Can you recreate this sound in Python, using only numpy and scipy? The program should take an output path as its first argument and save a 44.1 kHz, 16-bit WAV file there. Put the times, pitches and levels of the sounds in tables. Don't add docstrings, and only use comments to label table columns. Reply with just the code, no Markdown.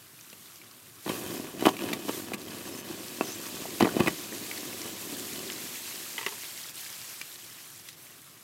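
import sys
import numpy as np
from scipy import signal
from scipy.fft import rfft, irfft, next_fast_len
from scipy.io import wavfile
from scipy.ndimage import uniform_filter1d, map_coordinates

SR = 44100
rng = np.random.default_rng(int(sys.argv[2]) if len(sys.argv) > 2 else 0)


def unload_audio(sound):
    columns = np.transpose(np.atleast_2d(sound))
    steps = np.round(np.clip(columns, -1, 1) * 32767)
    wavfile.write(sys.argv[1], SR, steps.astype(np.int16))


N = 371763
TOP_HZ = 15850


# freq_hz, relative_density_db
BOIL_SPECTRUM = [(24, -71), (40, -39), (99, -3.5), (135, -7), (326, 4), (358, 4.5), (473, -8), (519, -6.5),
                 (763, -11.5), (837, -26), (1090, -12.5), (1270, -58), (1600, -28), (2080, -22),
                 (3520, -120)]


def boiling():
    pour_start_s, pour_end_s = 1.051, 5.43
    boil_db, simmer_db = -44.5, -66.5
    attack_s, sag_db_per_s, release_db_per_s = 0.018, 0.3, 16
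    t = np.arange(N) / SR
    attack = np.clip((t - pour_start_s) / attack_s, 0, 1)
    sag_db = sag_db_per_s * (t - pour_start_s)
    release_db = release_db_per_s * np.maximum(t - pour_end_s, 0)
    _, gush_db = swells()
    boil = attack * amp(boil_db - (sag_db + release_db) + gush_db)
    level = np.hypot(boil, amp(simmer_db))

    heave_db = 1.6 * wobble(14)
    rumble = amp(heave_db) * coloured(kicks(rate=400, spread_db=3), BOIL_SPECTRUM)
    slosh_db = 2.3 * wobble(35)
    spatter = amp(-4.0 + slosh_db) * unit(filtered(kicks(rate=600, spread_db=3.5), pit))
    return level * (rumble + spatter)


# time_s, level_db
SIZZLE_LEVEL = [(0, -58.5), (.98, -58.5), (1.08, -53.5), (2.45, -51.5), (2.7, -48.5), (3.9, -44),
                (5.05, -44.5), (5.45, -42.5), (6.45, -44.5), (7.05, -46.5), (8.05, -56), (8.43, -58)]
# freq_hz, relative_density_db
HISS_SPECTRUM = [(60, -36), (410, -11), (700, -4), (850, -7), (955, -3), (1430, -3.5), (1730, -1),
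                 (3320, 0.5), (4520, 0.5), (5150, 0), (7700, 1), (9720, -11.5), (12100, -17.5),
                 (15500, -27)]
# freq_hz, relative_density_db
SPRAY_SPECTRUM = [(3000, -5), (7000, -2.5), (9000, 7.5), (9900, 3), (11000, 8.5), (12200, 7.5),
                  (14000, 6.5), (15800, 1)]
# centre_s, half_length_s, change_db
HISS_DROPOUTS = [(2.369, .007, -15), (2.828, 0.015, -8), (6.729, 0.02, -6.5), (7.373, 0.0078, -4),
                 (7.833, .009, -4), (7.96, 0.0093, -5)]


def sizzling():
    sizzle_db, = curves(SIZZLE_LEVEL)
    gush_db, _ = swells()
    over_db = sizzle_db + 44.5
    hiss = amp(sizzle_db + gush_db) * rush(HISS_SPECTRUM, patchy_db=1.2)

    mist = coloured(kicks(rate=4000, spread_db=6), SPRAY_SPECTRUM)
    vapour = rush(SPRAY_SPECTRUM, patchy_db=.6)
    flutter_db = .8 * wobble(14)
    spray_db = -44.5 + 0.77 * over_db
    fizz = amp(spray_db + gush_db + flutter_db) * unit(vapour + 0.97 * mist)

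    drops = droplets(rate=300, centre_hz=4006, scatter=0.45, cycles=18.0, spread_db=2.0)
    ticks = droplets(rate=100, centre_hz=7500, scatter=.38, cycles=1.8, spread_db=4.5)
    sputter_db = 2.2 * wobble(28)
    spit_db = -49 + 0.91 * over_db
    gush_share = .7
    spit = amp(sputter_db + spit_db + gush_share * gush_db) * unit(drops + ticks)

    t = np.arange(N) / SR
    dropout_db = sum(db * np.exp(-((t - s) / half_s) ** 2) for s, half_s, db in HISS_DROPOUTS)
    return (hiss + fizz + spit) * amp(.55 * wobble(25) + dropout_db)


def droplets(rate, centre_hz, scatter, cycles, spread_db):
    count = 6000
    draw, t = rng.standard_normal((count, 2)), np.arange(SR // 300) / SR
    start, chance = rng.random((2, count))
    hz = np.clip(centre_hz * np.exp(scatter * draw[:, :1]), 900, TOP_HZ)
    sounds = (chance < rate * N / SR / count)[:, None]
    size = amp(spread_db * np.minimum(draw[:, 1:], 2)) * sounds
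    ticks = size * np.sin(2 * np.pi * hz * t) * np.exp(-hz * t / cycles)
    where = (start * N).astype(int)[:, None] + np.arange(len(t))
    return unit(np.bincount(where.ravel(), ticks.ravel(), N)[:N])


# centre_s, half_length_s, sizzle_change_db, boil_change_db
WATER_GUSHES = [(.47, 0.19, 2.5, 0), (1.133, 0.1, 8, 6.5), (1.34, 0.094, 6.5, 4.5), (1.663, 0.05, 9.5, 5.5),
                (1.86, 0.081, 4.5, 9), (2.138, 0.098, 8, 3), (3.3, 0.092, 1, 2), (3.992, 0.062, -2.5, 13.5)]


def swells():
    t = np.arange(N) / SR
    return sum(np.outer([sizzle_db, boil_db], np.exp(-((t - s) / half_s) ** 2))
               for s, half_s, sizzle_db, boil_db in WATER_GUSHES)


# start_s, level_db, pitch_hz, front_edge_hz, spatter_db
STEAM_BURSTS = [(1.063, -23.5, 382, 1100, -26), (1.078, -37, 478, 1400, -23), (1.095, -31, 400, 1600, -25),
                (1.098, -32, 150, 800, -30), (1.3, -31, 140, 700, -43), (1.398, -25, 270, 700, -42),
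                (1.6243, -16, 340, 1000, -23), (1.6404, -28, 330, 1100, -36),
                (1.6588, -12.5, 250, 800, -23), (1.669, -3.5, 475, 1100, -22),
                (1.6825, -16, 623, 1600, -19), (1.69, -23, 455, 1400, -18), (1.9174, -22, 330, 550, -50),
                (1.9327, -22, 380, 600, -48), (2.0837, -25.5, 380, 1200, -27),
                (2.0942, -15, 434, 1900, -20.5), (2.319, -26, 438, 1600, -28),
                (3.21, -11.5, 477, 1700, -29), (3.655, -39, 620, 1200, -30),
                (3.8077, -11.5, 390, 1900, -12), (3.8253, -7.5, 250, 1100, -15),
                (3.8129, -21, 110, 400, -34), (3.8329, -12.5, 140, 400, -20),
                (3.8472, -15.5, 170, 900, -30), (3.8548, -14.5, 433, 1700, -22),
                (3.8704, -16.5, 440, 1200, -24), (3.877, -27, 350, 1100, -24), (3.958, -26, 270, 550, -42),
                (3.9665, -16.5, 185, 650, -26), (3.979, -27, 250, 800, -33), (3.993, -20, 200, 600, -25),
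                (4.0046, -9, 125, 520, -17), (4.019, -30, 110, 500, -32), (4.037, -30, 130, 900, -33),
                (4.062, -25, 360, 1100, -20), (4.08, -14.5, 383, 1200, -37)]
# freq_hz, relative_level_db
SPATTER_SPECTRUM = [(60, -30), (300, 15), (1100, 13), (1400, -17), (1900, 6), (2300, -12), (3100, -3),
                    (3900, -2), (14000, -36)]


def bursts():
    vent_hz = 85
    stump_s, stump_share = 0.002787, 0.55
    stump_low_hz, stump_top_hz = 263, 2200
    out, t = np.zeros(N), np.arange(SR // 12) / SR
    for s, db, hz, front_hz, spatter_db in STEAM_BURSTS:
        delay_s = stump_s * rng.normal(1, .025)

        def path(f):
            echo_band = f ** 4 / (f ** 4 + stump_low_hz ** 4) / (1 + 1j * f / stump_top_hz)
            stump = 1 + stump_share * np.exp(-2j * np.pi * f * delay_s) * echo_band
            soften = 1 / (1 + 1.2j * f / front_hz - (f / front_hz) ** 2)
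            thin = f * f / (f * f + vent_hz ** 2)
            return stump * (1 + .42 * pit(f)) * soften * thin

        push = filtered(swing(t, hz), path)
        spray = rng.standard_normal(len(t)) * amp(-60 * t / .022)
        spray = filtered(spray, lambda f: amp(along(SPATTER_SPECTRUM, f)))
        add(out, s, amp(db) * peaked(push) + amp(spatter_db) * peaked(spray))
    return out


def swing(t, hz):
    u = 2 * np.pi * hz * t
    return u * (u * u - 6 * u + 6) * np.exp(-u)


# start_s, pitch_hz, ring_db, chips_db, knock_db, chips_t60_s
ROCK_CRACKS = [(0.329, 2800, -36.5, -37, -39.5, 0.014), (0.616, 2330, -39, -48, -60, .018),
               (1.092, 3230, -24, -23, -21.5, 0.035), (1.5943, 2880, -36, -25, -30, 0.022),
               (1.608, 2930, -31, -26, -27, 0.017), (1.6541, 3120, -17.5, -17, -10.5, 0.014),
               (1.6585, 3020, -25, -19, -27, 0.0089), (1.662, 3500, -25, -15, -17, 0.014),
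               (1.6685, 3030, -27, -22, -38, 0.011), (1.6715, 3040, -25, -26, -40, .012),
               (1.683, 2970, -27, -32, -33, .01), (1.6867, 3100, -23, -21, -29, 0.025),
               (1.767, 2370, -33, -27.5, -47, .012), (1.7903, 2810, -29, -28, -28, .014),
               (1.8075, 2530, -30, -32, -33, 0.014), (1.8877, 1840, -30, -34, -34, 0.02),
               (1.9301, 2300, -19.5, -19.5, -24, 0.028), (1.9326, 3670, -22, -24, -34, 0.026),
               (2.0888, 3000, -30, -21.5, -26, 0.017), (2.3353, 2450, -23, -24, -27, 0.02),
               (2.341, 2760, -31, -23, -28, .018), (2.481, 3100, -35, -36, -55, .018),
               (3.2102, 2630, -21, -32, -31, 0.0099), (3.801, 2620, -29, -20.5, -24, 0.019),
               (3.8078, 1920, -19.5, -19, -23, 0.014), (3.8161, 3020, -35, -25, -16, 0.024),
               (3.825, 1910, -22, -21, -30, 0.0081), (3.842, 3080, -28, -27, -24, 0.014),
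               (3.846, 2030, -25, -29, -19.5, 0.016), (3.856, 1930, -22, -30, -34, .018),
               (3.89, 1490, -27, -40, -25, .02), (3.998, 2520, -31, -20, -19, 0.017),
               (4.0024, 3030, -28, -22, -14.5, 0.015), (4.042, 2570, -30, -32, -31, .02),
               (4.062, 2480, -27, -25, -23, 0.018), (4.0728, 2140, -14.5, -17, -17, 0.017),
               (4.0797, 1960, -17, -17, -23, 0.02), (4.5133, 2220, -24.5, -28, -40, 0.013),
               (4.576, 4500, -27.5, -29, -55, 0.022), (5.561, 3970, -31, -34, -61, 0.013),
               (6.8625, 2310, -33, -32, -55, .02), (7.214, 2340, -23.5, -23, -46, 0.014),
               (7.8864, 5000, -37, -26.5, -51, 0.019), (7.929, 5070, -42, -39, -55, 0.011)]
# ratio_to_pitch, relative_level_db, t60_s
ROCK_MODES = [(.55, -31, .014), (.8, -24, .015), (1.001, 11, 0.028), (1.16, 6, 0.016), (1.6, -2, 0.0087)]
# freq_hz, relative_level_db
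CHIPS_SPECTRUM = [(500, -39), (1900, 7), (3000, 1.5), (4000, 2), (6000, -2.5), (14000, -5.5)]


def cracks():
    out, t = np.zeros(N), np.arange(SR // 12) / SR

    def mode(hz, level_db, t60_s):
        decay = amp(level_db + 2 * rng.standard_normal() - 60 * t / t60_s)
        return decay * np.sin(2 * np.pi * hz * rng.normal(1, .014) * t)

    for s, hz, ring_db, chips_db, knock_db, t60_s in ROCK_CRACKS:
        ring = sum(mode(hz * ratio, level_db, life_s) for ratio, level_db, life_s in ROCK_MODES)
        spread = 1 - np.exp(-t / (0.2 * t60_s))
        rough_db = 3.4 * rng.standard_normal(len(t))
        grit = rng.standard_normal(len(t)) * spread * amp(rough_db - 60 * t / t60_s)
        knock = filtered(grit, lambda f: pit(f) / (1 + 1j * f / 1500))
        chips = filtered(grit, lambda f: amp(along(CHIPS_SPECTRUM, f)))
        add(out, s, amp(ring_db) * peaked(ring) + amp(chips_db) * peaked(chips) + amp(knock_db) * peaked(knock))
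    return out


# centre_hz, width_hz, relative_level_db
PIT_HOLLOWS = [(246, 152, 14.5), (293, 390, 8), (560, 21, -18), (753, 29, 7), (920, 120, 8.5),
               (1132, 32, 13), (1457, 39, 6), (1660, 170, 4), (2500, 200, 9.5), (2987, 31, 14.5)]


def pit(hz):
    return sum(amp(db) * 1j * hz * width_hz / (fc * fc - hz * hz + 1j * hz * width_hz)
               for fc, width_hz, db in PIT_HOLLOWS)


# start_s, level_db, clack_pitch_hz, pail_relative_to_wire_db
HANDLE_KNOCKS = [(6.1803, -17.5, 2960, -13), (6.189, -28, 3080, 2), (6.212, -27.5, 2700, -2),
                 (6.229, -29, 3050, 0), (6.2365, -34, 2700, -6), (6.247, -31, 3000, -13),
                 (6.2637, -13.5, 2660, -7), (6.2689, -25, 2600, 4), (6.282, -30, 2900, -3),
                 (6.285, -32, 3200, -7), (6.323, -40, 2700, 11)]
# freq_hz, relative_level_db, t60_s
PAIL_MODES = [(417, 0, 0.069), (560, -9, 0.035), (884, 0.5, 0.064), (1085, 1.5, 0.045), (1325, -6, .04),
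              (1600, -11, .03), (1750, -5, 0.038), (2510, -4, 0.044), (2950, -9, .03), (3370, -18, 0.033),
              (4220, -10, .025)]


def bucket():
    click_spectrum = [(100, -35), (400, -4), (2800, 5), (5000, -6), (14000, -11)]  # freq_hz, relative_level_db
    out, t = np.zeros(N), np.arange(SR // 6) / SR

    def mode(hz, db, t60_s):
        decay = amp(db + rng.normal(0, 1.2) - 60 * t / t60_s)
        return decay * np.sin(2 * np.pi * hz * rng.normal(1, .025) * t)

    for s, db, clack_hz, pail_db in HANDLE_KNOCKS:
        wire = mode(1970, 0, 0.021) + mode(clack_hz, -1, 0.019)
        wire = wire * (1 - np.exp(-t / 0.00043))
        pail = sum((-1) ** k * mode(*row) for k, row in enumerate(PAIL_MODES))
        click = rng.standard_normal(len(t)) * amp(-60 * t / 0.042)
        click = filtered(click, lambda f: amp(along(click_spectrum, f)))
        knock = .7 * peaked(wire) + amp(pail_db) * .7 * peaked(pail) + .45 * peaked(click)
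        add(out, s, amp(db) * knock)
    return out


# time_s, pitch_hz, level_db
CHIRP_UPPER = [(3.218, 7500, -54), (3.235, 6450, -54), (3.252, 6200, -43), (3.268, 5800, -51),
               (3.284, 5850, -46), (3.293, 6240, -46), (3.312, 6860, -47), (3.34, 7450, -49),
               (3.356, 7620, -44), (3.368, 7550, -60)]
# time_s, pitch_hz, level_db
CHIRP_LOWER = [(3.245, 5800, -58), (3.268, 5100, -45), (3.28, 5000, -48), (3.297, 5380, -43),
               (3.306, 5450, -52), (3.315, 5650, -46), (3.326, 6150, -49), (3.334, 6200, -43),
               (3.35, 6250, -58)]


def bird():
    return among_trunks(voice(CHIRP_UPPER) + voice(CHIRP_LOWER))


def voice(rows):
    hz, db = curves(rows)
    t = np.arange(N) / SR
    phase = 2 * np.pi * np.cumsum(hz * (1 + .013 * wobble(600))) / SR
    return amp(db + 2.2 * wobble(160)) * np.sin(phase) * (t > rows[0][0]) * (t < rows[-1][0])


# centre_s, pitch_hz, level_db
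FALLING_TONES = [(2.665, 8000, -50), (2.677, 6300, -48), (2.735, 6230, -52), (2.742, 5200, -47),
                 (2.786, 6180, -44)]


def falling_tones():
    half_s, fall_hz_per_s = 0.015, 2800
    t, out = np.arange(N) / SR, np.zeros(N)
    for s, hz, db in FALLING_TONES:
        u = t - s
        whistle = np.sin(2 * np.pi * (hz - fall_hz_per_s * u / 2) * u)
        out += amp(db) * np.exp(-(u / half_s) ** 2) * whistle
    return among_trunks(out)


def among_trunks(x):
    echo_s = .043
    return filtered(x, lambda f: 1 + .25 * np.exp(-2j * np.pi * f * echo_s)) + .6 * trees(x)


# freq_hz, t60_s
TREE_DECAY = [(150, 0.25), (1000, 0.14), (4000, 0.099), (12000, 0.0058)]


def trees(x):
    hz, t, z = signal.stft(rng.standard_normal(SR // 2), SR, nperseg=256)
    decay = amp(-60 * t / along(TREE_DECAY, hz)[:, None])
    tail = signal.istft(z * decay, SR, nperseg=256)[1]
    return signal.fftconvolve(x, tail / np.linalg.norm(tail))[:N]


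# freq_hz, relative_density_db
FOREST_SPECTRUM = [(18, -52), (30, -36), (59, -20), (78, -14), (111, -0.5), (170, -6.5), (257, -10.5),
                   (350, -9.5), (470, -16.5), (700, -16), (880, -19), (1120, -11), (1880, -18),
                   (4000, -23.5), (5200, -73)]


def leaves():
    return amp(-59.5) * rush(FOREST_SPECTRUM, patchy_db=2.2)


def rush(spectrum, patchy_db):
    z = signal.stft(rng.standard_normal(N), nperseg=512)[2]
    field = uniform_filter1d(rng.standard_normal(z.shape), size=7, axis=0)
    field = uniform_filter1d(field, size=6, axis=1)
    noise = signal.istft(z * amp(patchy_db * unit(field)), nperseg=512)[1][:N]
    return coloured(noise, spectrum)


def kicks(rate, spread_db):
    sizes = rng.standard_normal(N)
    return (rng.random(N) < rate / SR) * amp(spread_db * np.clip(sizes, -2, 2)) * rng.choice([-1, 1], N)


def wobble(rate):
    return map_coordinates(rng.standard_normal(int(N * rate / SR) + 4), [np.arange(N) * rate / SR])


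def curves(rows):
    s, *cols = np.transpose(rows)
    return [np.interp(np.arange(N) / SR, s, c) for c in cols]


def along(points, hz):
    f, v = np.transpose(points)
    return np.interp(np.log(hz + 1), np.log(f + 1), v)


def filtered(x, response):
    m = next_fast_len(len(x) + SR // 8)
    return irfft(rfft(x, m) * response(np.fft.rfftfreq(m, 1 / SR)), m)[:len(x)]


def coloured(x, spectrum):
    return unit(filtered(x, lambda hz: amp(along(spectrum, hz))))


def add(track, s, sound):
    part = track[max(round(s * SR), 0):][:len(sound)]
    part += sound[:len(part)]


def amp(db):
    return 10 ** (np.asarray(db) / 20)


def unit(x):
    return x / np.sqrt(np.mean(x ** 2) + 1e-20)


def peaked(x):
    return x / np.abs(x).max()


def scene():
    pops = bursts() + cracks() + bucket()
    scatter = amp(-16) * trees(pops)
    mono = boiling() + sizzling() + pops + scatter + bird() + falling_tones() + leaves()
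    return np.array([mono, mono])


def record(dry):
    low_cut = lambda hz: (1j * hz / (1j * hz + 45)) ** 2
    return np.array([filtered(ch, lambda hz: low_cut(hz) * (hz < TOP_HZ)) for ch in dry])


dry = scene()
out = record(dry)
unload_audio(out)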